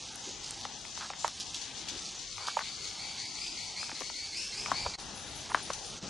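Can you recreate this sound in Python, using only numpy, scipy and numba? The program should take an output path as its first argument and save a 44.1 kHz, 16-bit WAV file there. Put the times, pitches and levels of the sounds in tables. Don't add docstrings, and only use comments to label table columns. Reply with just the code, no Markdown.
import sys
import numpy as np
from scipy import signal
from scipy.io import wavfile
from scipy.ndimage import uniform_filter1d
from numba import njit

SR = 44100
rng = np.random.default_rng(int(sys.argv[2]) if len(sys.argv) > 2 else 0)


def persist_wave(psi):
    counts = np.round(np.clip(psi, -1, 1) * 32767).astype(np.int16)
    wavfile.write(sys.argv[1], SR, np.atleast_2d(counts).T)


def nominal_scale(level):
    x = np.asarray(level, float) / 20
    return 10 ** x


N = 268789
T = np.arange(N) / SR

# time in seconds, level in dB.
CHORUS_LEVEL = [(0, -47.5), (.2, -49.5), (.29, -46.5), (.39, -51.5), (.45, -46), (.78, -50), (1.03, -45),
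                (1.15, -52.5), (1.21, -46.5), (1.36, -47.5), (1.64, -46.5), (1.73, -53.5), (1.77, -43.5),
                (1.87, -52), (1.92, -48), (4.9, -47), (5.0, -49), (6.09, -48)]
# centre in Hz, width in Hz, level in dB,
# opposed left-right part in dB, share of the chorus swells it follows (0-1).
WING_RESONANCES = [(3525, 2400, 1.1, -12.5, 0.43), (4840, 3330, 2.34, -12.5, 1),
                   (6170, 1850, -0.42, -3.5, 0.84), (8540, 4700, -11.5, 0.5, 0)]
# start in seconds, rise in dB, fade time in seconds.
NEAR_RASPS = [(.405, 0, 0.081), (.613, 1, 0.032), (.968, 1.5, 0.084), (1.19, 3, 0.035), (1.404, 11, 0.015),
              (1.544, 9, 0.02), (1.615, 7.5, 0.023), (1.747, 0.5, 0.048), (1.885, 10.5, 0.02),
              (1.974, 3, 0.076), (2.05, 1.5, 0.034), (2.151, 6, 0.0071), (2.19, 4, 0.023), (2.469, 7, 0.04),
              (2.642, 3, 0.032), (2.842, 7, 0.0071), (2.875, 6.5, 0.012), (3.464, 6, 0.015),
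              (5.733, 9.5, 0.013)]
CHORUS_MEAN_DB = -49
LEFT_DB = 4.5

# frequency in Hz, density in dB per Hz.
AIR_SPECTRUM = [(30, 0.5), (117, 1), (327, -2.5), (665, -8.5), (817, 0), (1120, -10), (1280, -6.5),
                (2600, -11)]
# time in seconds, level in dB.
AIR_LEVEL = [(0, -51), (1.3, -54), (1.97, -52.5), (2.4, -55.5), (3.81, -52), (4.29, -55.5), (4.87, -50),
             (5.09, -51), (6.09, -49)]
# frequency in Hz, left minus right in dB.
AIR_PAN = [(60, -4), (110, 2.5), (190, 0.5), (350, 5.5), (620, 1), (1120, -0.5), (2010, 1), (3610, 10)]

# start in seconds, peak in dB, frequency in Hz, left minus right in dB.
TICKS = [
    (0.158, -36.5, 9160, 13),
    (0.5087, -29, 8300, 1),
    (0.6125, -34, 5370, -4),
    (1.279, -26, 5700, -1),
    (1.4002, -29.5, 5370, 6),
    (1.5489, -40, 6500, -3),
    (2.4818, -31, 5000, -4),
    (2.5918, -39, 3600, -6),
    (4.0054, -36, 5980, 20),
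    (4.6604, -36.5, 3300, 8),
]
# start in seconds, length in seconds, resonance in Hz, width in Hz,
# level in dB.
CRICKET_SWELLS = [
    (0.201, 0.17, 6580, 900, -47),
    (.41, 0.19, 7300, 590, -55),
    (1.173, .12, 7100, 900, -46),
    (2.502, .1, 6800, 500, -50),
    (2.83, .08, 6600, 597, -50),
]
# start in seconds, length in seconds, body resonance in Hz, level in dB.
SCUFFS = [(0.262, 0.054, 330, -47.5), (0.997, 0.078, 1200, -42.5), (1.252, 0.043, 995, -52),
          (1.91, 0.068, 262, -47.5), (2.36, 0.17, 1040, -49), (2.601, 0.027, 1130, -39.5),
          (3.926, 0.013, 246, -45), (4.007, 0.023, 422, -42), (4.668, 0.1, 920, -42.5),
          (4.714, 0.035, 199, -42), (4.792, 0.13, 55.4, -47.5), (4.852, .025, 650, -40),
          (5.49, 0.04, 1020, -41), (5.544, 0.01, 260, -37.5), (5.561, 0.051, 1270, -46),
          (5.66, 0.015, 200, -45.5), (5.699, 0.011, 450, -30.5), (6.015, 0.088, 200, -46.5),
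          (6.018, 0.098, 640, -52)]

# start in seconds, peak in dB, ring in Hz, upper ring in dB re peak,
# left minus right in dB.
KNOCKS = [(.652, -30.5, 796, 4.5, 6), (1.102, -29, 797, 2.2, 2.5), (1.245, -14, 923, -10.5, -3.5),
          (2.483, -21, 1260, -10, -3), (2.569, -15, 897, -31, -4), (2.591, -25.5, 1144, 2, 6),
          (4.66, -29, 1210, 6, 5), (4.7161, -14, 1067, -2, 4), (4.863, -24.5, 973, -3, -8),
          (5.546, -13.5, 1020, 7, 5), (5.702, -24, 1050, 2, 3.5)]
# start in seconds, peak in dB, ring in Hz.
TAPS = [(.851, -41, 910), (.975, -35, 960), (1.009, -36.5, 1260), (1.135, -37, 1220), (1.279, -31.5, 1190),
        (2.381, -34, 1200), (2.474, -32.5, 950), (2.604, -45, 900), (3.829, -31, 1260), (3.894, -36, 970),
        (3.916, -36, 860), (4.008, -33, 1030), (4.019, -37, 1100), (4.099, -35, 920), (5.574, -35, 980)]
TAP_UPPER_DB, TAP_PAN_DB = 0, 5.5
RING_CYCLES = 20
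SHELL_LOW_HZ = 373
CRACK_DB, CRACK_SHARE = -10, 0.7

# start in seconds, length in seconds, top pitch in Hz, level in dB.
NOTES = [(2.208, 0.16, 2250, -51), (2.376, 0.22, 2328, -46), (2.612, .114, 2310, -43.5),
         (2.781, .16, 2225, -46), (2.973, .17, 2340, -43), (3.173, .14, 2288, -42),
         (3.352, 0.19, 2493, -41.5), (3.555, .15, 2288, -42), (3.757, .13, 2636, -39),
         (3.944, .17, 2264, -43), (4.136, 0.17, 2297, -42), (4.326, 0.17, 2748, -39),
         (4.522, 0.16, 2625, -39), (4.727, .16, 2400, -40), (4.932, 0.066, 2430, -43)]
PARTIALS_DB = [-6.5, 0.5, -10, -18, -25.5]
NOTE_START_HZ = 2090
CLIMB_S, CLIMB_HZ_PER_S = .03, 40000

# start in seconds, peak in dB, wing resonance in Hz.
ZIPS = [
    (5.0014, -40.5, 9450),
    (5.154, -36.5, 9950),
    (5.2653, -41, 10150),
    (5.3523, -37.5, 10560),
    (5.497, -38, 9600),
    (5.625, -34, 9500),
    (5.7329, -39, 9380),
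    (5.856, -36.5, 9500),
]

# frequency in Hz, share dropped (0-1).
DROPPED = [(700, .02), (1550, .2), (2200, .1), (2800, .02), (7000, .03), (8300, .2), (11100, .5),
           (11350, 1)]
# start in seconds, length in seconds.
MONO = [(-.1, .26), (.22, .104), (.434, .175), (.639, .03), (.988, .154), (1.292, .15), (1.502, .064),
        (2.015, .15), (2.434, .155), (2.953, .065), (3.118, .07), (3.238, .035), (3.457, .03),
        (3.717, .069), (3.881, .06), (4.22, .16), (4.445, .194), (4.824, .17), (5.428, .149), (5.677, .025),
        (5.897, .154)]
BASS_HZ, BASS_MARGIN_S = 1400, .074
# time in seconds, half width in seconds, dip in dB.
SPLICES = [
    (4.97, 0.011, 20.5),
    (6.005, 0.013, 9),
]


def unit(x):
    return x / np.sqrt(np.mean(x ** 2))


def noise():
    return rng.standard_normal(N)


@njit
def svf(x, hz, width):
    y, b, l = np.empty(len(x)), 0., 0.
    g, k = np.tan(np.pi * hz / SR), width / hz
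    for i in range(len(x)):
        v = (b + g * (x[i] - l)) / (1 + g * (g + k))
        b, l, y[i] = 2 * v - b, l + 2 * g * v, k * v
    return y


def steep(x, hz, width):
    return svf(svf(x, 1. * hz, 1. * width), 1. * hz, 1. * width)


def walk(rate):
    k = max(int(SR / rate), 2)
    held = np.repeat(rng.standard_normal(N // k + 1), k)
    return unit(uniform_filter1d(uniform_filter1d(held, k), k)[:N])


def sides(pan_db):
    return nominal_scale(np.array([pan_db, -pan_db]) / 2)


def add(out, s, x, pan_db):
    i = int(s * SR)
    x = x[:N - i]
    out[:, i:i + len(x)] += np.outer(sides(pan_db), x)


def wide(make, side_db):
    return make() + nominal_scale(side_db) * make() * np.array([[1], [-1]])


def echoes(x, t60, wet_db, pan_db):
    t = np.arange(SR // 2) / SR
    tail = wide(lambda: rng.standard_normal(len(t)), side_db=-9)
    tail = tail * np.exp(-np.log(1000) * t / t60) * (t > .004)
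    tail = tail / np.sqrt(np.sum(tail ** 2, axis=1, keepdims=True)) * sides(pan_db)[:, None]
    return x + nominal_scale(wet_db) * signal.fftconvolve(x.mean(axis=0)[None], tail, axes=1)[:, :N]


def chorus():
    swell_db = np.interp(T, *np.transpose(CHORUS_LEVEL)) - CHORUS_MEAN_DB
    rasp_db = sum(rise_db * (T > at) * np.exp(-np.maximum(T - at, 0) / fade)
                  for at, rise_db, fade in NEAR_RASPS)
    out = 0
    for hz, width, db, side_db, share in WING_RESONANCES:
        strikes = lambda: unit(steep(noise() * nominal_scale(2.37 * walk(900)), hz, width))
        level_db = db + share * swell_db + 1.24 * walk(25.18) + 0.58 * walk(6)
        out = out + nominal_scale(level_db) * wide(strikes, side_db)
    return out * nominal_scale(CHORUS_MEAN_DB + rasp_db - 2.5) * sides(LEFT_DB)[:, None]


def air():
    out, swell = 0, walk(3.52)
    spectrum_hz, spectrum_db = np.transpose(AIR_SPECTRUM)
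    pan_hz, pans_db = np.transpose(AIR_PAN)
    for hz in 32 * 2 ** np.arange(0, 6.5, 1 / 3):
        db = np.interp(np.log(hz), np.log(spectrum_hz), spectrum_db) + 10 * np.log10(hz)
        pan_db = np.interp(np.log(hz), np.log(pan_hz), pans_db)
        band = wide(lambda: unit(steep(noise(), hz, hz * 0.32)), side_db=-8.0)
        out = out + nominal_scale(db + 0.77 * swell + 2.26 * walk(9)) * band * sides(pan_db + 2.5)[:, None]
    return unit(out) * nominal_scale(np.interp(T, *np.transpose(AIR_LEVEL)) + 2.0)


def ticks():
    out, t = np.zeros((2, N)), np.arange(SR // 50) / SR
    for at, db, hz, pan_db in TICKS:
        snap = np.sin(2 * np.pi * hz * t) * np.exp(-t / .0005)
        spit = .3 * rng.standard_normal(len(t)) * np.exp(-t / .001)
        add(out, at, nominal_scale(db + 6) * (snap + spit), pan_db)
    return out


def cricket():
    out = np.zeros((2, N))
    for at, length, hz, width, db in CRICKET_SWELLS:
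        n = int(length * SR)
        clicks = unit(steep(rng.standard_normal(SR // 4), hz, width))[:n]
        add(out, at, nominal_scale(db) * clicks * np.hanning(n) ** 0.49, LEFT_DB)
    return out


def scuffs():
    out = np.zeros((2, N))
    for at, length, hz, db in SCUFFS:
        n = int(length * SR)
        grains = np.repeat(nominal_scale(3.8 * rng.standard_normal(SR // 400 + 1)), 100)[:SR // 4]
        grit = rng.standard_normal(SR // 4) * grains
        rub = unit(steep(grit, hz, hz * .9))[:n]
        add(out, at, nominal_scale(db) * rub * np.hanning(n) ** .3, 2.5)
    return out


def knocks():
    out, t = np.zeros((2, N)), np.arange(SR // 8) / SR
    for at, db, hz, upper_db, pan_db in KNOCKS + [(*tap, TAP_UPPER_DB, TAP_PAN_DB) for tap in TAPS]:
        fall = np.exp(-np.log(1000) * t * hz / RING_CYCLES)
        blow = 1 - np.exp(-(t / 0.0016) ** 2) + 0.62 * np.exp(-((t - .002) / 0.00094) ** 2)
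        ring = np.sin(2 * np.pi * hz * t) + 0.45 * np.sin(2 * np.pi * 0.672 * hz * t)
        upper = np.sin(2 * np.pi * 1.47 * hz * t) * fall ** 3.8
        crack = unit(steep(rng.standard_normal(len(t)), 2100, 2000)) * t / .0008 * np.exp(1 - t / .0008)
        crack_db = upper_db + CRACK_DB - CRACK_SHARE * (db + 29.5)
        rattle = unit(svf(rng.standard_normal(len(t)), hz * 1.15, 630.0)) * fall ** 0.21
        sound = (ring * fall + nominal_scale(upper_db + 6.5) * upper) * blow
        sound = sound + nominal_scale(crack_db) * crack + 0.084 * rattle
        add(out, at - .0005, nominal_scale(db + 2.0) * sound, pan_db)
    out = signal.sosfilt(signal.butter(3, SHELL_LOW_HZ, "highpass", fs=SR, output="sos"), out)
    return echoes(out, t60=0.12, wet_db=-13.5, pan_db=5.5)


def singer():
    out = np.zeros((2, N))
    wobble, throb, spray = .02 * walk(450), walk(1000) * nominal_scale(2 * walk(60)), walk(4000)
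    for at, length, top_hz, db in NOTES:
        t = np.arange(int(length * SR)) / SR
        now = np.arange(len(t)) + int(at * SR)
        effort = np.sin(np.pi * (t / length) ** 0.54) ** 0.72
        climb_hz = top_hz - NOTE_START_HZ
        climb_s = CLIMB_S + climb_hz / CLIMB_HZ_PER_S
        hz = top_hz - climb_hz * np.exp(-(t / climb_s) ** 1.474)
        hz = hz * (1 + wobble[now] * effort - 0.0401 * (t / length) ** 2)
        phase = 2 * np.pi * np.cumsum(hz) / SR
        hoarse = np.clip(.45 + climb_hz / 1200, 0, .9) * effort
        tone = 0
        for k, partial_db in enumerate(PARTIALS_DB):
            rough = hoarse * min(.75 + .25 * k, 1)
            flutter = (throb if k < 2 else spray)[now]
            strength = np.sqrt(1 - rough) + np.sqrt(rough) * flutter
            tone = tone + nominal_scale(partial_db) * strength * np.sin((k + 1) * phase)
        add(out, at, nominal_scale(db) * effort * tone, 2.5)
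    return echoes(out, t60=0.55, wet_db=0.5, pan_db=2.0) * (T < SPLICES[0][0])


def katydid():
    out, t = np.zeros((2, N)), np.arange(SR // 8) / SR
    for at, db, hz in ZIPS:
        buzz = unit(steep(rng.standard_normal(len(t)), hz, 1500))
        add(out, at, nominal_scale(db - 15) * buzz * np.exp(-t / 0.058), 5.5)
    return out


def scene():
    return chorus() + air() + ticks() + cricket() + scuffs() + knocks() + singer() + katydid()


def during(spans, t, margin):
    return sum((t >= s + margin) & (t <= s + length - margin) for s, length in spans) > 0


def camera_losses(x):
    mid_side = np.array([x[0] + x[1], x[0] - x[1]]) / 2
    hz, t, (mid, side) = signal.stft(mid_side, SR, nperseg=1024, noverlap=768)
    power = np.abs(mid) ** 2
    streak = uniform_filter1d(uniform_filter1d(power, size=3, axis=0), size=13, axis=1)
    weakness = streak / uniform_filter1d(streak, size=13, axis=0) ** .7
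    rank = np.argsort(np.argsort(weakness, axis=1), axis=1) / len(t)
    click = uniform_filter1d(power, size=25, axis=0) > 2.2 * uniform_filter1d(streak, size=25, axis=0)
    strong = rank > np.interp(hz, *np.transpose(DROPPED))[:, None]
    keep = strong | (click & (hz[:, None] < 11600))
    late = t + np.repeat(.012 * rng.standard_normal(len(hz) // 8 + 1), 8)[:len(hz), None]
    margin = BASS_MARGIN_S * np.sqrt(np.clip(1 - hz / BASS_HZ, 0, 1))[:, None]
    stereo = ~during(MONO, late, margin)
    keep_side = keep * (stereo | (click & (hz[:, None] < BASS_HZ * 2)))
    kept = np.array([mid * keep, side * keep_side])
    mid, side = signal.istft(kept, SR, nperseg=1024, noverlap=768)[1][:, :N]
    return np.array([mid + side, mid - side])


def roll_off(x):
    return signal.sosfilt(signal.butter(12, 12230, fs=SR, output="sos"), x)


def record(dry):
    dip_db = sum(db * np.clip(1.5 - np.abs(T - s) / half, 0, 1) for s, half, db in SPLICES)
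    mix = camera_losses(dry) * nominal_scale(-dip_db)
    return roll_off(mix)


dry = scene()
out = record(dry)
persist_wave(out)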